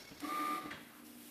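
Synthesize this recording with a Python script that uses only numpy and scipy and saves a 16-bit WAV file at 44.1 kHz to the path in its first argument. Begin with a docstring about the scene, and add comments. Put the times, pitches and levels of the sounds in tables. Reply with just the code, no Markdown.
"""The feed motor of a desktop inkjet printer whines through its gears for half a second and runs down.
Its tones are multiples of the shaft rate, over gear rattle and brush hiss. A paper rustle, a soft thump
and a click lead in; a sinking groan, a second thump and the clunk of a latch, which rings the plastic
housing, end the feed. Then a slow drive hums while the sheet slides over the desk edge with a soft,
growing hiss. The impacts reverberate in a small room."""
import sys
import numpy as np
from scipy import signal
from scipy.fft import rfft, irfft, next_fast_len
from scipy.io import wavfile
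from scipy.ndimage import map_coordinates

SR = 44100
rng = np.random.default_rng(int(sys.argv[2]) if len(sys.argv) > 2 else 0)


def generate_wav(sig):
    """Save sig (samples, or channels by samples) to the path in sys.argv[1] as 16-bit PCM at SR."""
    pcm = np.round(np.clip(np.atleast_2d(sig).T, -1, 1) * 32767).astype(np.int16)
    wavfile.write(sys.argv[1], SR, pcm)


N = 57330

# Shaft rotation rate: t/s, f/Hz
SHAFT_RATE = [(.2, 70), (.225, 72), (.25, 73.3), (.29, 74.8), (.36, 75.0), (.55, 75.0), (.62, 75.0),
              (.7, 74.8), (.78, 73)]
# Load on the feed drive: t/s, level/dB
FEED_LOAD = [(.19, -73), (.215, -8), (.25, -3.5), (.32, -1.5), (.43, -1), (.575, -1.63), (.605, -6),
             (.69, -8), (.76, -23), (.8, -72)]
def feed_motor(flutter=0.001):
    """Rotating machinery: one shaft sets every pitch; orders, chafe and hiss grow faster than the load."""
    turns = np.cumsum(curve(SHAFT_RATE) * (1 + flutter * wobble(61))) / SR
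    load = amp(curve(FEED_LOAD))
    return (gear_whine(turns) + cogging_drone(turns)
            + load ** 1.5 * shaft_orders(turns)
            + load * other_gears(turns)
            + load ** 3.5 * chafe(turns)
            + load * gear_rattle(turns)
            + load ** 1.6 * brush_hiss())


# Whine envelope: t/s, level/dB
WHINE_LEVEL = [(.22, -99), (.25, -41.5), (.277, -61), (.295, -42), (.355, -39), (.53, -38.5), (.59, -43.5),
               (.615, -53), (.7, -53.5), (.75, -67), (.8, -120)]
def gear_whine(turns, teeth=16, runout_cycles=0.03):
    """Gear meshing: a tone at the tooth rate, phase-modulated once a turn by the off-centre gear."""
    runout = runout_cycles * np.sin(2 * np.pi * turns)
    return amp(curve(WHINE_LEVEL)) * tone(teeth * turns + runout)


# Drone envelope: t/s, level/dB
DRONE_LEVEL = [(.2, -100), (.218, -51.5), (.248, -41.5), (.267, -52.5), (.285, -42), (.305, -60.5),
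               (.322, -46), (.372, -76), (.395, -47), (.432, -45), (.475, -66), (.503, -46.5), (.54, -49),
               (.6, -70), (.66, -46.5), (.69, -57.5), (.8, -110)]
def cogging_drone(turns, poles=4):
    """Cogging: the torque pulses as each pole passes, giving a rough, low tone."""
    return amp(curve(DRONE_LEVEL) + 2 * wobble(130)) * tone(poles * turns + 0.057 * wobble(90.2))


# Weaker partials at full load: multiple of the shaft rate, level/dB
SHAFT_ORDERS = [(3, -64), (8, -63.5), (9, -73.5), (10, -53), (11, -65.5), (15, -58), (20, -75), (24, -62.5),
                (26, -64), (27, -58.5), (33, -68), (45, -68), (58, -69)]
def shaft_orders(turns):
    """Harmonic series: vibration that repeats each turn sounds at whole multiples of the shaft rate."""
    return sum(amp(db + 3 * wobble(30.17)) * tone(order * turns + 0.086 * wobble(49.86))
               for order, db in SHAFT_ORDERS)


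# Gear tones at full speed and load: f/Hz, level/dB
GEAR_TONES = [(192, -66.5), (325, -56), (570, -65.5), (645, -71), (799, -65.5), (1135, -54)]
def other_gears(turns, full_speed_hz=75, play_cycles=0.2):
    """Backlash: play in the other gears jitters the phase of their tones and roughens them."""
    return sum(amp(db + 2 * wobble(41.5)) * tone(hz / full_speed_hz * turns + play_cycles * wobble(44.7))
               for hz, db in GEAR_TONES)


def chafe(turns, order=30, peakiness=1.3, sweep_cycles=0.2):
    """Periodic friction: a rubbing tone swells and bends in pitch once a turn."""
    swing = np.cos(2 * np.pi * turns)
    envelope = amp(-44 + 0.51 * wobble(70)) * np.exp(peakiness * (swing - 1))
    return envelope * tone(order * turns + sweep_cycles * swing)


# Rattle spectrum: f/Hz, relative level/dB
RATTLE_SPECTRUM = [(40, -46), (120, -27), (190, -7), (300, -1), (430, -4.5), (650, -2), (920, -6.5),
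                   (1250, -1.5), (1700, -8), (2300, -4.5), (2800, -13), (3800, -10), (5500, -17.5),
                   (8000, -27), (15000, -55)]
def gear_rattle(turns):
    """Amplitude modulation: the gears' grainy noise pulses slightly with each turn."""
    rattle = case_reflections(noise(RATTLE_SPECTRUM), strength=0.2)
    flicker_db = 0.3 * np.cos(2 * np.pi * turns) + 0.75 * wobble(700)
    return amp(-47) * unit(rattle * amp(flicker_db))


# Brush spectrum: f/Hz, relative level/dB
BRUSH_SPECTRUM = [(1500, -5), (4000, -9), (7000, -4.5), (9500, 2.5), (13500, 3), (14500, -3.5),
                  (16000, -44)]
def brush_hiss():
    """Sliding contact: the motor's brushes make a bright, finely grained hiss."""
    hiss = case_reflections(noise(BRUSH_SPECTRUM), strength=0.15, count=22)
    flicker_db = 0.5 * wobble(1100) + 0.37 * wobble(38.7)
    return amp(-54) * unit(hiss * amp(flicker_db))


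def start_click():
    """Impulsive excitation: the motor starts with a click, brief and therefore broad in spectrum."""
    bright = noise([(500, 4), (2500, 3.5), (5000, 1), (12500, 2), (15500, -7)])
    return amp(-44.5) * blow(0.2025, attack=0.0003, t60=0.042) * bright


# First touch, catch and rebounds of the latch: t/s, level/dB
LATCH_BLOWS = [(0.7005, -54.5), (0.7068, -42.5), (0.723, -52), (0.746, -62)]
# Modes of the plastic housing: f/Hz, level/dB re the blow, T60/s
HOUSING_MODES = [(293.2, -9, 0.13), (1532, -18, 0.13), (1720, -12, 0.12), (2007, -3.5, 0.093),
                 (2355, -7.5, 0.14)]
# Spectra of the short knock and the longer clatter: f/Hz, relative level/dB
KNOCK_SPECTRUM = [(300, -47), (1150, -14), (1450, -3), (1750, -1), (2050, -1), (2350, -13), (4200, -17),
                  (5500, -24), (12000, -28.5), (15000, -65)]
CLATTER_SPECTRUM = [(30, -18), (75, -3), (130, 2.5), (200, 5), (310, 1.5), (430, 1), (600, -1), (950, -3),
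                    (1600, 1.5), (2100, -5.5), (2700, -5.5), (3800, -5.5), (5000, -17.5), (8000, -23.5),
                    (13000, -43), (15500, -52)]
def latch(rise_s=0.006):
    """Modal ringing: each blow knocks, clatters, excites the housing's damped modes and shakes the desk."""
    out = np.zeros(N)
    for start, db in LATCH_BLOWS:
        ring = sum(amp(level) * blow(start, rise_s, t60) * tone(hz * clock())
                   for hz, level, t60 in HOUSING_MODES)
        knock = amp(9) * blow(start, rise_s, t60=0.047) * noise(KNOCK_SPECTRUM)
        clatter = amp(-1) * blow(start, 2 * rise_s, t60=0.31) * noise(CLATTER_SPECTRUM)
        out += amp(db) * (ring + knock + clatter + amp(-18) * desk(start, attack=0.018))
    return out


def latch_spring(hz=3310):
    """Free vibration: a small spring rings on thinly after the first latch blow."""
    envelope = amp(-57 + 0.62 * wobble(58.8)) * blow(LATCH_BLOWS[0][0], attack=0.006, t60=0.5)
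    return envelope * tone(hz * clock() + 0.2 * wobble(90))


# Soft knocks of the mechanism: t/s, level/dB, T60/s
SOFT_KNOCKS = [(.112, -44.5, 0.098), (0.653, -44.5, 0.13)]
# Their spectrum: f/Hz, relative level/dB
THUMP_SPECTRUM = [(25, -37), (60, -1), (100, -13), (190, 7.5), (245, 1), (295, -9), (380, -1), (650, -8.5),
                  (1200, -16.5), (4000, -20), (12000, -68)]
def thumps():
    """Soft impact: a dull knock makes the housing boom in its lowest mode and shakes the desk."""
    out = np.zeros(N)
    for start, db, t60 in SOFT_KNOCKS:
        thud = 0.93 * noise(THUMP_SPECTRUM)
        boom = amp(-3.5) * tone(HOUSING_MODES[0][0] * clock())
        body = blow(start, 0.0033, t60) * (thud + boom)
        out += amp(db) * (body + amp(-14) * desk(start, attack=0.024))
    return out


# Response of the desk: f/Hz, relative level/dB
DESK_SPECTRUM = [(25, -30), (38, -3), (50, -2), (68, 10), (100, 4), (140, 11), (250, -35)]
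def desk(start, attack):
    """Structure-borne sound: the desk answers a knock with a brief, low rumble."""
    return blow(start, attack, t60=0.25) * noise(DESK_SPECTRUM)


# Path of the groan: t/s, f/Hz, level/dB
GROAN_GLIDE = [(.5, 198.8, -72), (.55, 194, -56), (.6, 179.8, -73), (0.656, 130.8, -65.5), (.69, 120, -80)]
def roller_groan():
    """Frequency glide: a rough, low tone sinks as the rollers unload."""
    times, hz, db = np.transpose(GROAN_GLIDE)
    level = np.interp(clock(), times, db, left=-120, right=-120)
    cycles = np.cumsum(np.interp(clock(), times, hz)) / SR
    return amp(level + 3.8 * wobble(68.9)) * tone(cycles + 0.097 * wobble(70.03))


# Rustle envelope: t/s, level/dB
RUSTLE_LEVEL = [(0, -57), (.06, -59.5), (.1, -60.5), (.17, -62), (.21, -58), (.3, -61.5), (.4, -120)]
# Rustle spectrum: f/Hz, relative level/dB
RUSTLE_SPECTRUM = [(150, 4), (600, 4), (1100, 2), (2200, 0), (2900, -4), (3400, 2.5), (3900, 2.5),
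                   (4900, 2.5), (5400, 1.5), (5900, 1), (7500, -7.5), (13000, -9), (15500, -20)]
# Roller squeaks: f/Hz, level/dB re the rustle
ROLLER_SQUEAKS = [(1530, -23), (2200, -13), (2765, -17), (3380, -16.5), (5330, -15), (5470, -20)]
def paper_rustle():
    """Friction: paper in the rollers gives grainy noise and thin, wavering squeaks."""
    squeaks = sum(amp(db + 6.7 * wobble(63.8)) * tone(hz * clock() + 0.18 * wobble(120.7))
                  for hz, db in ROLLER_SQUEAKS)
    grain = amp(2.3 * wobble(119) + 1.3 * wobble(1100))
    rustle = grain * case_reflections(noise(RUSTLE_SPECTRUM), strength=0.26)
    return amp(curve(RUSTLE_LEVEL)) * (rustle + squeaks)


# Envelopes of the hum and the hiss: t/s, level/dB
HUM_LEVEL = [(.7, -103), (.82, -64), (.91, -67), (1.0, -60.5), (1.11, -59), (1.18, -61.5), (1.3, -61.5)]
HISS_LEVEL = [(.7, -72), (.83, -64), (1.02, -64.5), (1.1, -61), (1.2, -60.5), (1.27, -57), (1.3, -59)]
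# Hum partials and hiss spectrum: f/Hz, relative level/dB
HUM_PARTIALS = [(239.3, 1), (298.5, -1), (376, -14.5), (479.5, -14.5), (539, -18.5), (720.5, -18)]
HISS_SPECTRUM = [(500, -12), (1800, -6), (3000, 2.5), (4500, 0), (5600, -2), (7200, -2), (9000, 1),
                 (10400, 2.5), (11600, 4), (14000, 3.5), (15500, -8)]
def slow_drive():
    """Beating: two low partials interfere beneath weak overtones, while a hiss swells with them."""
    hum = sum(amp(db + 1.36 * wobble(12)) * tone(hz * clock() + 0.11 * wobble(26.9))
              for hz, db in HUM_PARTIALS)
    hiss_db = curve(HISS_LEVEL) + 0.53 * wobble(340) + 1.1 * wobble(35)
    hiss = case_reflections(noise(HISS_SPECTRUM), strength=0.15)
    return amp(curve(HUM_LEVEL)) * hum + amp(hiss_db) * hiss


# Scuff spectrum: f/Hz, relative level/dB
SCUFF_SPECTRUM = [(100, -38), (300, -14), (800, 6), (1200, 17), (1900, 3), (3200, -20), (6000, -34),
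                  (12000, -50)]
def sheet_scuff(peak_s=0.97, width_s=0.051):
    """Grazing contact: the sheet sags over the desk with one faint swell of noise."""
    swell = np.exp(-0.5 * ((clock() - peak_s) / width_s) ** 2)
    return amp(-63.5) * swell * noise(SCUFF_SPECTRUM)


# Strokes of the sheet: onset t/s, duration/s, level/dB
SHEET_STROKES = [(1.04, .135, -69), (1.22, .12, -72.5)]
# Their spectrum: f/Hz, relative level/dB
SLIDE_SPECTRUM = [(1500, -8), (3000, -2), (4400, -5), (5400, 8.5), (6400, 2), (7500, -7), (8900, 6),
                  (10500, -7), (15000, -8)]
def sheet_sliding(fade_s=0.023):
    """Sliding friction: the hanging sheet brushes over the desk edge in soft swishes."""
    t = clock()
    contact = sum(amp(db) * np.clip(np.minimum(t - start, start + length - t) / fade_s, 0, 1)
                  for start, length, db in SHEET_STROKES)
    grain = amp(1.6 * wobble(44.4) + 1.6 * wobble(550))
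    return contact * grain * noise(SLIDE_SPECTRUM)


def case_reflections(x, strength, count=7):
    """Comb filtering: echoes within 10 ms inside the plastic case colour the sound; the result has rms 1."""
    taps = np.zeros(SR // 100)
    taps[rng.integers(SR // 2000, len(taps), count)] = strength * rng.choice([-1, 1], count)
    taps[0] = 1
    return unit(signal.fftconvolve(x, taps)[:N])


def room_reverb(x):
    """Reverberation: dense wall reflections form an exponentially decaying tail, half a second long."""
    reflections = noise([(100, 1.5), (3500, 1.5), (12000, 0)])
    tail = (reflections * blow(0.014, attack=0.0038, t60=0.92))[:SR // 2]
    return signal.fftconvolve(x, tail / np.linalg.norm(tail))[:N]


# Background spectrum: f/Hz, relative level/dB
AMBIENT_SPECTRUM = [(20, -34), (40, -19), (65, -0.5), (130, 1.5), (280, 11.5), (450, 0), (1200, -0.5),
                    (2500, -3), (5000, -18.5), (8000, -38), (12000, -8), (15500, -43)]
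def room_noise():
    """Stationary noise: the quiet, steady background of the room."""
    return amp(-62) * noise(AMBIENT_SPECTRUM)


def amp(db):
    """Decibels to amplitude ratio."""
    return 10 ** (np.asarray(db) / 20)


def unit(x):
    """Normalisation to rms 1."""
    return x / np.sqrt(np.mean(x ** 2) + 1e-20)


def clock():
    """Sample times in seconds."""
    return np.arange(N) / SR


def curve(rows):
    """Linear interpolation of (t/s, value) rows at every sample."""
    return np.interp(clock(), *np.transpose(rows))


def wobble(rate):
    """Random modulation: a smooth curve through `rate` Gaussian values a second."""
    return map_coordinates(rng.standard_normal(2048), [clock() * rate + 2], mode="wrap")


def noise(spectrum):
    """Spectral shaping: noise of rms 1, coloured by (f/Hz, level/dB) rows of spectral density."""
    size = next_fast_len(N + 8192)
    hz, db = np.transpose(spectrum)
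    gain = amp(np.interp(np.log(np.fft.rfftfreq(size, 1 / SR) + 1), np.log(hz), db))
    return unit(irfft(rfft(rng.standard_normal(size)) * gain, size)[:N])


def tone(cycles):
    """A sinusoid of rms 1 and random starting phase that follows a running count of cycles."""
    return np.sqrt(2) * np.sin(2 * np.pi * (cycles + rng.random()))


def blow(start, attack, t60):
    """Damping: an impact's envelope rises quickly, then falls 60 dB every t60 seconds."""
    age = np.maximum(clock() - start, 0)
    return (1 - np.exp(-age / attack)) * amp(-60 * age / t60)


def scene():
    """Superposition: drives, paper, impacts and room add in one channel; only the impacts reverberate."""
    impacts = start_click() + thumps() + latch()
    drives = feed_motor() + roller_groan() + slow_drive()
    paper = paper_rustle() + sheet_scuff() + sheet_sliding()
    room = amp(-7.5) * room_reverb(impacts) + room_noise()
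    return (drives + impacts + latch_spring() + paper + room)[None]


def record(dry, low_cut_hz=23, top_hz=15550):
    """Band limiting: the microphone loses the deepest bass, and nothing passes above top_hz."""
    size = next_fast_len(N + 8192)
    hz = np.fft.rfftfreq(size, 1 / SR)
    high_pass = 1 - 1 / (1 + (hz / low_cut_hz) ** 4)
    return irfft(rfft(dry, size) * high_pass * (hz < top_hz), size)[..., :N]


dry = scene()
out = record(dry)
generate_wav(out)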